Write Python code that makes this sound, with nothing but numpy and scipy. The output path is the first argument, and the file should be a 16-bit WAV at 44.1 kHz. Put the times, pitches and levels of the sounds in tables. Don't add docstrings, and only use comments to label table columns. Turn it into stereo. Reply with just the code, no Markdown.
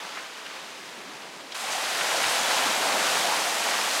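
import sys
import numpy as np
from scipy import signal
from scipy.io import wavfile

SR = 44100
rng = np.random.default_rng(int(sys.argv[2]) if len(sys.argv) > 2 else 0)


def unload_wav(signal):
    wavfile.write(
        sys.argv[1],
        SR,
        np.round(np.clip(np.atleast_2d(signal).T, -1, 1) * 32767).astype(np.int16),
    )


N = 176400


def from_db(db):
    return 10 ** (np.asarray(db) / 20)


def unit_rms(x):
    return x / np.sqrt(np.mean(x ** 2) + 1e-20)


def at_hz(points, hz):
    frequencies, values = np.transpose(points)
    return np.interp(np.log(hz), np.log(frequencies), values)


def drift(rate_hz, t):
    pole = np.exp(-2 * np.pi * rate_hz / 1000)
    slow = signal.lfilter([1], [1, -2 * pole, pole * pole], rng.standard_normal(6000))[1900:]
    return np.interp(t * 1000, np.arange(len(slow)), unit_rms(slow))


def band(x, low_hz, high_hz, order=2):
    sos = signal.butter(order, [low_hz, min(high_hz, .45 * SR)], "band", fs=SR, output="sos")
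    return signal.sosfilt(sos, x)


def stereo(mid, side):
    return np.array([mid + side, mid - side])


def flare(t, attack_s, t60):
    return np.minimum(t / attack_s, 1) * from_db(-60 * np.maximum(t - attack_s, 0) / t60)


def drop_bursts(cues, attack_s, octaves, grain_db, side_db):
    out, t = np.zeros((2, N + SR)), np.arange(SR // 4) / SR
    half_band = 2 ** (octaves / 2)
    for time, db, hz, t60 in cues:
        grains = rng.standard_normal((2, len(t))) * from_db(grain_db * rng.standard_normal(len(t)))
        mid, side = unit_rms(band(grains, hz / half_band, hz * half_band))
        envelope = from_db(db) * flare(t, attack_s, t60)
        start = int(time * SR)
        out[:, start:start + len(t)] += envelope * stereo(mid, side * from_db(side_db))
    return out[:, :N]


def spray():
    # (time [s], level [dB], pitch [Hz], decay [s])
    sheets = [(1.58, -41, 7000, 0.17), (1.692, -32, 5900, 0.22), (2.28, -36, 7450, .25)]
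    return drop_bursts(sheets, attack_s=.034, octaves=.98, grain_db=6, side_db=-15)


def gulps(attack_s=.0053, rise_per_s=5):
    # (time [s], level [dB], starting pitch [Hz], decay [s])
    pockets = [(1.086, -42, 280, 0.08), (1.637, -29, 720, 0.033), (1.748, -22, 720, 0.028),
               (2.25, -47, 115, 0.17), (2.519, -42, 270, .07), (2.656, -33, 258, 0.071),
               (2.69, -33, 206, 0.068), (3.243, -23, 680, 0.038)]
    out, t = np.zeros(N + SR), np.arange(SR // 4) / SR
    for time, db, hz, t60 in pockets:
        tone = np.sin(2 * np.pi * hz * t * (1 + rise_per_s * t / 2))
        start = int(time * SR)
        out[start:start + len(t)] += from_db(db) * flare(t, attack_s, t60) * tone
    return out[:N]


def splashes():
    # (time [s], level [dB], pitch [Hz], decay [s])
    hits = [(.017, -44, 1200, .12), (.168, -31.5, 1550, 0.072), (.459, -34, 1950, .04),
            (.559, -37, 1460, 0.049), (1.517, -33, 3030, 0.068), (1.547, -38, 3000, 0.05),
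            (2.006, -24, 1660, 0.057), (2.233, -24, 1900, .08), (2.503, -26.5, 1300, 0.094),
            (3.062, -28, 2700, .05), (3.706, -29, 2600, 0.076)]
    return drop_bursts(hits, attack_s=.0056, octaves=1.24, grain_db=2.5, side_db=-13)


def bubbles(low_hz, high_hz, per_s, width, length, ring_cycles=17, scatter_db=4):
    out = np.zeros((2, length))
    for hz in np.geomspace(low_hz, high_hz, 7)[1::2]:
        born = rng.random(length) < per_s / (3 * SR)
        level_db = scatter_db * np.minimum(rng.exponential(1, length), 4)
        strength = born * from_db(level_db) * rng.choice([-1, 1], length)
        clicks = stereo(strength, strength * width * rng.standard_normal(length))
        pole = from_db(-60 * hz / (ring_cycles * SR))
        resonator = [1, -2 * pole * np.cos(2 * np.pi * hz / SR), pole * pole]
        out += signal.lfilter([1, 0, -1], resonator, clicks + 1e-18)
    return unit_rms(band(out, low_hz / 2, high_hz * 2))


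def surf(t, flow, layers_hz, colour, width, pan, flicker_db, surge_db, bubble_db, bubbles_per_s, pan_depth):
    # (time [s], change of width [dB])
    foam_spread = [(0, -1), (.8, 2), (1.5, 2), (1.6, -1), (2.4, -3), (3.1, -3), (3.6, 0.5), (4, -0.5)]
    spread = from_db(np.interp(t, *np.transpose(foam_spread)))
    times, *levels = np.transpose(flow)
    swells = [unit_rms(from_db(np.interp(t, times, level))) for level in levels]
    edges_hz = np.r_[np.geomspace(25, 6400, 25), np.linspace(7400, 15900, 9)]
    noise = rng.standard_normal((2, 2, len(t)))
    surge = surge_db * drift(21, t)
    out, power = 0, 0
    for k, (low, high) in enumerate(zip(edges_hz, edges_hz[1:])):
        hz = np.sqrt(low * high)
        mid, side = band(noise[k % 2], low, high, order=3)
        side_gain = spread * from_db(at_hz(width, hz))
        water = unit_rms(stereo(mid, side * side_gain))
        if 450 < hz < 11000:
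            fizz = bubbles(low, high, bubbles_per_s * np.sqrt(hz / 1000), side_gain, len(t))
            water = unit_rms(water + from_db(bubble_db) * fizz)
        shares = [np.interp(np.log(hz), np.log(layers_hz), row) for row in np.eye(len(swells))]
        flicker = flicker_db * min(1, (900 / hz) ** 1.3) * drift(12.4, t)
        envelope = np.dot(shares, swells) * from_db(surge + flicker)
        gain = from_db(at_hz(colour, hz)) * np.sqrt(high - low)
        balance = from_db(pan_depth * at_hz(pan, hz) * np.array([[.5], [-.5]]))
        out = out + gain * balance * envelope * water
        power += gain ** 2
    return out / np.sqrt(power)


def shallows(t, level_db=-39, drift_left_s=.8):
    # (time [s], low churn [dB], wash [dB], foam hiss [dB])
    flow = [(0,-50.5,-34,-40),(.19,-56,-34.5,-41),(.27,-57,-37.5,-42.5),(.55,-55.5,-37,-42),(.8,-53.5,-40,-43),(1.15,-50.5,-40,-44),(1.5,-52.5,-41.5,-44.5)]
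    layers_hz = [300, 1210, 7000]
    # (frequency [Hz], relative density [dB])
    colour = [(30,-43),(55,-36),(100,-23),(170,-9),(270,-4),(450,-3),(850,-0.7),(1350,-1),(2600,-3.5),(4000,-6),(6400,-11.5),(10000,-19.5),(15500,-31)]
    # (frequency [Hz], side minus mid [dB])
    width = [(60, -31), (100, -29), (180, -37), (310, -21), (550, -16), (950, -9.5), (1650, -8), (2860, -9),
             (4970, -7), (8640, -8), (15000, -4)]
    # (frequency [Hz], left minus right [dB])
    pan = [(200, -1), (700, 3), (2500, 4), (7000, 0.5), (15000, -.5)]
    water = surf(t, flow, layers_hz, colour, width, pan, flicker_db=.9, surge_db=.36,
                 bubble_db=-6, bubbles_per_s=240, pan_depth=np.minimum(t / drift_left_s, 1))
    return from_db(level_db) * water


def breaker(t, level_db=-25.5):
    # (time [s], low churn [dB], bubble cloud roar [dB], wash [dB], foam hiss [dB])
    flow = [(1.55,-56,-40.5,-35.5,-37),(1.7,-47,-37,-30,-36),(1.82,-51.5,-34,-29,-33),(2.0,-44.5,-33.5,-26.5,-31.5),(2.15,-45,-31,-25.5,-30.5),(2.3,-45,-29,-25,-28.5),(2.42,-44,-31,-25.5,-29),(2.58,-43,-29,-24.5,-29),(2.8,-41.5,-29,-26.5,-30),(2.95,-39.5,-27,-26,-29.5),(3.12,-39,-30.5,-24.5,-28),(3.3,-42,-28.5,-26.5,-29.5),(3.52,-46,-31,-29,-30),(3.7,-42.5,-31.5,-24.5,-30.5),(3.9,-45,-33,-27.5,-30),(4,-42,-32.5,-25.5,-28.5)]
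    layers_hz = [230, 700, 2000, 8000]
    # (frequency [Hz], relative density [dB])
    colour = [(30,-41),(55,-41),(100,-29.5),(190,-13),(280,-10),(400,-10),(600,-0.9),(780,1.5),(1100,-2),(1500,-2),(2100,-4),(3500,-5.5),(8200,-12),(11600,-19.5),(15500,-30)]
    # (frequency [Hz], side minus mid [dB])
    width = [(60, -30), (92, -47), (140, -45), (210, -62), (330, -22), (500, -18.5), (770, -20),
             (1170, -11), (1790, -12.5), (2740, -12.5), (4190, -11), (6410, -13), (9810, -12.5),
             (15000, -6)]
    # (frequency [Hz], left minus right [dB])
    pan = [(200, 0.6), (1400, -0.9), (5000, -1), (14000, .6)]
    water = surf(t, flow, layers_hz, colour, width, pan, flicker_db=.93, surge_db=-.14,
                 bubble_db=-4.5, bubbles_per_s=260, pan_depth=.77)
    return from_db(level_db) * water


def scene():
    cut_s, crossfade_s = 1.542, .008
    t = np.arange(N) / SR
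    start = int(cut_s * SR)
    end = start + int(crossfade_s * SR)
    fade = np.clip((t - cut_s) / crossfade_s, 0, 1)
    sea = np.zeros((2, N))
    sea[:, :end] += shallows(t[:end]) * np.sqrt(1 - fade[:end])
    sea[:, start:] += breaker(t[start:]) * np.sqrt(fade[start:])
    return sea + splashes() + spray() + gulps()


def record(dry):
    cutoff_hz = 15850
    return signal.sosfilt(signal.ellip(12, .1, 80, cutoff_hz, fs=SR, output="sos"), dry)


dry = scene()
out = record(dry)
unload_wav(out)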